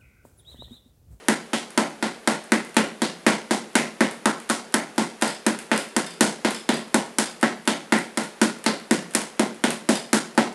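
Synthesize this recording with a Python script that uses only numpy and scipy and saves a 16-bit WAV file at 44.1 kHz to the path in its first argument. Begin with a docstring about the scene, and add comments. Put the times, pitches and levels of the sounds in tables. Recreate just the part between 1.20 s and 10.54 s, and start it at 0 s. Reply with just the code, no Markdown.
"""Punching a focus ball in a garage

Fists strike a ball on tight elastic cords four times a second. Each impact is a slap of skin on the
cover and a hollow thump from the ball's damped modes. Walls, rafters and steel door return it as
early reflections, standing waves and reverberation. Between punches the cords tick and their metal
hooks clink, over a low, steady noise."""
import sys
import numpy as np
from scipy import signal
from scipy.fft import rfft, irfft
from scipy.io import wavfile
from scipy.ndimage import uniform_filter1d

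SR = 44100
rng = np.random.default_rng(int(sys.argv[2]) if len(sys.argv) > 2 else 0)


def put_to_file(sound):
    """Save the sound as 16-bit audio at rate SR, in the file named by the first command-line argument."""
    columns = np.atleast_2d(sound).T  # one column per channel
    safe = np.clip(columns, -1, 1)
    whole_steps = np.round(safe * 32767)
    wavfile.write(sys.argv[1], SR, whole_steps.astype(np.int16))


N = 411894
SIZE = 32768  # samples in which one event is built
AGE, HZ = np.arange(SIZE) / SR, np.fft.rfftfreq(SIZE, 1 / SR)

# Background noise: f/Hz, relative spectral density/dB
NOISE_SPECTRUM = [(25, 10), (60, 12.5), (100, -33), (165, 1.5), (230, -6.5), (400, 4.5), (900, -3.5),
                  (2000, -6.5), (4000, -14), (7000, -17.5), (10500, -16), (12200, -27), (13700, -60)]
# Reflections from the nearest surfaces: delay/ms, signed gain
REFLECTIONS = [(3.26, 1.05), (9.3, .42), (10.19, -.28), (11.2, .47), (16.74, .27), (22.13, .3),
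               (22.89, -.15), (27.51, .2), (36.3, .3), (41.16, -.22), (47.23, .16), (56.43, .17)]
# Standing waves of the garage: f/Hz, level/dB, T60/s
ROOM_MODES = [(153.9, -33, 0.34), (235.4, -35.5, 0.6)]
# Colour of the reverberation: f/Hz, level/dB
REVERB_SPECTRUM = [(100, -4.5), (160, 10), (220, -4.5), (350, 4), (550, 11.5), (1200, 4), (2700, 7.5),
                   (5000, 5), (10000, -1)]
# Reverberation time: f/Hz, T60/s
REVERB_TIME = [(150, 0.47), (500, 0.34), (2000, 0.34), (5000, 0.39), (11000, 0.3)]
# Clearest ticks of the cords and brushes on the cover: t/s, relative level/dB
CORD_TICKS = [(0.505, -31), (1.24, -36), (1.448, -31), (1.544, -30), (2.911, -26), (3.201, -29),
              (3.292, -23), (3.524, -32.5), (4.013, -21), (4.389, -22.5), (4.577, -14.5), (5.307, -19),
              (6.097, -36), (6.212, -25.5), (6.454, -35), (6.786, -22), (7.037, -27), (7.441, -22.5),
              (7.909, -32), (7.937, -25), (8.016, -22), (8.505, -15)]
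# Colour of a tick: f/Hz, level/dB
TICK_SPECTRUM = [(100, -34), (500, -10.5), (1500, 0.5), (3000, -5.5), (6000, -8.5), (9500, 2.5),
                 (11800, -9), (13700, -53)]
# Clinks of the hooks: t/s, relative level/dB
HOOK_CLINKS = [(4.0756, -17.5), (4.5605, -20), (4.8643, -23), (5.3457, -21), (5.5404, -20.5), (6.056, -24),
               (8.7545, -16.5)]
# Modes of a steel hook: f/Hz, relative level/dB, T60/s
HOOK_MODES = [(3140, -20, .02), (3580, 0, 0.034), (4570, -1, 0.017), (5020, 6, 0.025), (6000, -3, 0.014),
              (7700, 5, 0.011), (10300, 0, .006)]
# Hollow thump of the ball: f/Hz, signed initial amplitude, T60/s
BALL_MODES = [(216.4, -.152, .128), (330, .24, .0165)]
# Brief ringing of air and cover: f/Hz, level/dB, T60/s
COVER_MODES = [(615, -46, 0.075), (760, -44, 0.084), (960, -40, 0.053), (1089, -33, 0.053),
               (1407, -29, 0.037), (1994, -35, 0.027)]
# Slap of skin on the cover: f/Hz, level/dB
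SLAP_SPECTRUM = [(60, -13.5), (200, 3), (450, 10), (850, 15), (1200, 10), (1450, 15.5), (1950, 11.5),
                 (2600, 5.5), (3400, 6), (6000, 5.5), (9200, 10), (10800, 6.5), (12200, -9.5), (13700, -41)]
# Punches, with levels relative to a usual one:
# t/s, thump/dB, slap/dB, knuckle snap/dB, squareness of contact/dB, air pop f/Hz, air pop/dB
BLOWS = [(0.0845, 1, 0.0, 3.0, 8.0, 1970, 4.5), (0.333, -5.0, -4.5, 2.0, -8.5, 3040, 6.0),
         (0.5765, 0.0, 2.0, -1.5, 6.5, 1020, 1.5), (0.8263, -5, -2.5, -4.5, -3, 4090, 3),
         (1.075, -2, 1.5, -1, 5.0, 1560, 0.5), (1.32, 2.5, -0.5, 0, 4.5, 1950, 7.5),
         (1.567, 2.5, 3.5, -2.5, 3, 2720, 5.5), (1.819, -1.5, -3.5, 0.5, -0.5, 4090, 6.5),
         (2.0655, 3.5, 3.5, -2.0, -5, 2250, 5), (2.3092, -0.5, -3, 2.5, -8, 770, 5.5),
         (2.5542, 1.5, 1.0, 2.5, 3, 2270, 7), (2.807, 3.0, 0.0, -3.5, -1, 1990, 6.0),
         (3.057, -0.5, 0, 0.5, 8.5, 1210, 8), (3.2992, -4, -4, 5.5, -0.5, 1240, 7.5),
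         (3.5414, -2.5, -1, 4.5, 14, 1800, 5), (3.7805, -0.5, -3.0, 1, -3, 965, 5),
         (4.0223, -4, 1.0, -0.5, 2.0, 850, 0), (4.2653, 1, -2, 3, 7, 1620, 3.5),
         (4.5157, -1.5, 3, -8.0, -6, 2800, 4), (4.7649, -1.5, -2.5, 4.0, 7.5, 1520, 3.5),
         (5.0085, 3, 2, 5, 2.0, 600, 1.5), (5.2481, -0.5, 0, -4.0, -6, 4200, 3.5),
         (5.4908, 2, -1, -2.5, 2, 3670, 6), (5.7437, 2, -1, 3, 8, 880, 5.5),
         (5.9853, -4.0, -2, 7.5, 2.5, 1500, 1), (6.2291, 1.5, 0.5, -5.5, -3, 1730, 7),
         (6.4757, -1.5, -0.5, 1.0, 2, 3290, 6), (6.7231, 2, 1.5, -3.5, -0.5, 2010, 7),
         (6.974, -5.5, -3, 0.5, 5, 760, -1), (7.2155, 4.0, -1.5, 4.5, -1, 1410, 4.5),
         (7.463, -1.0, 0.5, -2.5, 1, 4470, 7.5), (7.7101, 3.5, -4, 5, 3.0, 2010, 4.5),
         (7.9499, -4.5, -3.5, 9.0, 10, 2640, 3), (8.1953, 2.5, -2, 0, 6, 645, 4),
         (8.4393, 1.5, -0.5, -0.5, 2, 3200, 5), (8.6898, 3.5, -2.5, 5, -2.5, 640, 6.5),
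         (8.9309, 2, -1, 6.5, 0, 1390, 4.5), (9.1774, 3.5, 2.5, -6, -3, 900, 3)]


def amp(db):
    """Amplitude ratio for a level in decibels."""
    return 10 ** (np.asarray(db) / 20)


def unit_energy(x):
    """Normalisation to an energy of 1."""
    return x / np.sqrt(np.sum(x ** 2) + 1e-20)


def curve(points, hz=HZ):
    """Linear interpolation on a logarithmic frequency axis."""
    f, value = np.transpose(points)
    return np.interp(np.log(hz + 1), np.log(f + 1), value)


def add_event(mix, start_s, spectrum):
    """Superposition: the first 0.5 s of the sound with this spectrum joins the mix."""
    sound = irfft(spectrum)[:SR // 2]
    part = mix[max(round(start_s * SR), 0):][:len(sound)]
    part += sound[:len(part)]


def pulse(db):
    """Minimum phase: spectrum of the most compact causal pulse with these levels."""
    cepstrum = irfft(np.log(amp(db)))
    cepstrum[1:SIZE // 2] *= 2
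    cepstrum[SIZE // 2 + 1:] = 0
    return np.exp(rfft(cepstrum))


def decay(t60, t=AGE):
    """Exponential damping by 60 dB in t60 seconds."""
    return np.exp(-np.log(1000) * t / t60)


def whiten(spectrum, bins):
    """Spectral whitening: division by the local RMS evens out the bands."""
    return spectrum / np.sqrt(uniform_filter1d(abs(spectrum) ** 2, size=bins) + 1e-12)


def ring(modes, detune=0):
    """Free vibration: spectrum of damped modes, each mistuned at random by up to the share detune."""
    shifts = 1 + detune * (2 * rng.random(len(modes)) - 1)
    return rfft(sum(amp(db) * decay(t60) * np.sin(2 * np.pi * hz * shift * AGE)
                    for (hz, db, t60), shift in zip(modes, shifts)))


def contact_noise(t60, rise_s):
    """Many tiny contacts add incoherently: the flat spectrum of a short noise burst."""
    burst = rng.standard_normal(SIZE) * decay(t60) * (1 - np.exp(-AGE / rise_s))
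    return whiten(rfft(burst), bins=500)


def background(rms_db=-44.5):
    """Stationary coloured noise: the low, even sound of the garage."""
    colour = amp(curve(NOISE_SPECTRUM, np.fft.rfftfreq(N, 1 / SR)))
    noise = irfft(rfft(rng.standard_normal(N)) * colour, N)
    return amp(rms_db) * np.sqrt(N) * unit_energy(noise)


def reverberation(onset_s=0.0033, build_s=0.0028):
    """Diffuse field: spectrum of dense random reflections, each band decaying at its own rate."""
    arrivals = rng.standard_normal(SIZE) * (rng.random(SIZE) < 0.2)
    hz, t, bands = signal.stft(arrivals, SR, nperseg=256)
    bands = bands * decay(curve(REVERB_TIME, hz)[:, None], t)
    tail = signal.istft(bands, SR, nperseg=256)[1][:SIZE]
    build_up = 1 - np.exp(-np.maximum(AGE - onset_s, 0) / build_s)
    return whiten(rfft(tail * build_up), bins=120) * amp(curve(REVERB_SPECTRUM))


def garage(dull_hz=4000, treble_share=0.27, coherent_hz=900):
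    """Multipath propagation: transfer functions of the near paths and of twelve reverberant tails."""
    near = 1  # the direct path
    for ms, gain in REFLECTIONS:
        edge_hz = dull_hz * (REFLECTIONS[0][0] / ms) ** 0.59  # clutter dulls longer paths more
        kept = treble_share + (1 - treble_share) / (1 + (HZ / edge_hz) ** 4)
        near = near + gain * kept * np.exp(-2j * np.pi * HZ * ms / 1000)
    # As the ball moves, the treble paths change while part of the bass stays the same.
    shared = 0.41 / np.sqrt(1 + (HZ / coherent_hz) ** 2)
    common_tail = reverberation()
    return near, [shared * common_tail + np.sqrt(1 - shared ** 2) * reverberation() for _ in range(12)]


def faint_ticks(share=0.43, level_db=-38.5, spread_db=5, return_after_s=0.1, return_lasts_s=0.13):
    """Random ticks on some of the ball's return flights: rows of t/s, relative level/dB."""
    draws = rng.random((len(BLOWS), 3))
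    return [(blow[0] + return_after_s + when * return_lasts_s, level_db + spread_db * (size - 0.5))
            for blow, (chance, when, size) in zip(BLOWS, draws) if chance < share]


def cords(near, tails, gain_db=19, wet=0.75):
    """Impulsive excitation: cords snap taut and the swinging ball brushes a fist."""
    out, tick = np.zeros(N), pulse(curve(TICK_SPECTRUM))
    for k, (start_s, db) in enumerate(CORD_TICKS + faint_ticks()):
        paths = contact_noise(t60=0.006, rise_s=0.00029) * near + wet * tails[k % len(tails)]
        add_event(out, start_s, amp(db + gain_db) * tick * paths)
    return out


def hooks(near, tails, gain_db=7.5, wet=0.7, bounce_s=0.03, bounce_db=-6):
    """Inelastic collisions: steel hooks bounce ever weaker in their eyes, damped by the tight cord."""
    out = np.zeros(N)
    click = 1.37 * unit_energy(irfft(pulse(curve(TICK_SPECTRUM))))
    for k, (start_s, db) in enumerate(HOOK_CLINKS):
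        for bounce in range(3):
            metal = unit_energy(irfft(ring(HOOK_MODES, detune=0.038)))
            clink = amp(db + gain_db + bounce * bounce_db) * rfft(metal + click)
            early = contact_noise(t60=0.022, rise_s=0.00041) * near
            add_event(out, start_s, clink * (early + wet * tails[(k + bounce) % len(tails)]))
            start_s += bounce_s * (0.5 + rng.random())
    return out


def fist(slap_db, snap_db, square_db, pop_hz, pop_db, snap_hz=3460, crack_hz=8100, pop_width=0.21):
    """Contact shapes the spectrum: knuckles snap, a square hit cracks, air under the fingers pops."""
    snap = snap_db / (1 + (snap_hz / (HZ + 1)) ** 3)
    crack = 0.16 * square_db / (1 + (crack_hz / (HZ + 1)) ** 4)
    pop = pop_db / (1 + ((HZ / pop_hz - 1) / pop_width) ** 2)
    return pulse(slap_db + snap + crack + pop)


def punches(near, tails, crumple_hz=2400, focus=0.58, drag=0.36, skin_db=-1.53, crush_db=-4, room_db=-1):
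    """Impact and directivity: a square blow sends its crack ahead, a glancing one into the room."""
    out = np.zeros(N)
    skin = amp(skin_db) * pulse(curve(SLAP_SPECTRUM))
    thump = rfft(sum(swing * decay(t60) * np.cos(2 * np.pi * hz * AGE) for hz, swing, t60 in BALL_MODES))
    standing_waves = ring(ROOM_MODES)
    bass = 1 / (1 + (HZ / crumple_hz) ** 4)
    treble = 1 - bass
    for k, (start_s, thump_db, slap_db, snap_db, square_db, pop_hz, pop_db) in enumerate(BLOWS):
        colour = fist(slap_db, snap_db, square_db, pop_hz, pop_db)
        body = amp(thump_db) * thump + colour * ring(COVER_MODES, detune=0.042)
        slap = colour * skin
        ahead = 2 / (1 + amp(-2 * focus * square_db * treble))  # forward power, 1 for a usual blow
        # A glancing fist drags longer; a square one puts more energy into a single spike.
        crackle = contact_noise(t60=0.013 * amp(-drag * square_db), rise_s=0.00026)
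        spike_share = 0.24 * (ahead / 2) ** 2
        crack = np.sqrt(spike_share) + np.sqrt(1 - spike_share) * crackle
        contact = np.sqrt(bass) + np.sqrt(treble * ahead) * crack
        crush = amp(crush_db) * bass * contact_noise(t60=0.012, rise_s=0.0041)  # the cover caves in
        early = (body + slap * contact) * near + slap * crush
        diffuse = amp(room_db) * (body + slap * np.sqrt(2 - ahead)) * tails[k % len(tails)]
        add_event(out, start_s, early + amp(thump_db) * standing_waves + diffuse)
    return out


def scene():
    """Superposition in one room: ball, cords, hooks and background add as pressures."""
    room = garage()
    return (punches(*room) + cords(*room) + hooks(*room) + background())[None]


def record(dry, low_cut_hz=132, clip_level=0.85, high_cut_hz=13200):
    """A small microphone as a transducer: bass roll-off, clipping of peaks, then a band limit."""
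    thin = signal.sosfilt(signal.butter(3, low_cut_hz, "highpass", fs=SR, output="sos"), dry)
    clipped = np.clip(thin, -clip_level, clip_level)
    band_limit = signal.firwin(151, high_cut_hz, window=("kaiser", 9), fs=SR)
    return signal.oaconvolve(clipped, band_limit[None], "same")


dry = scene()
out = record(dry)
put_to_file(out)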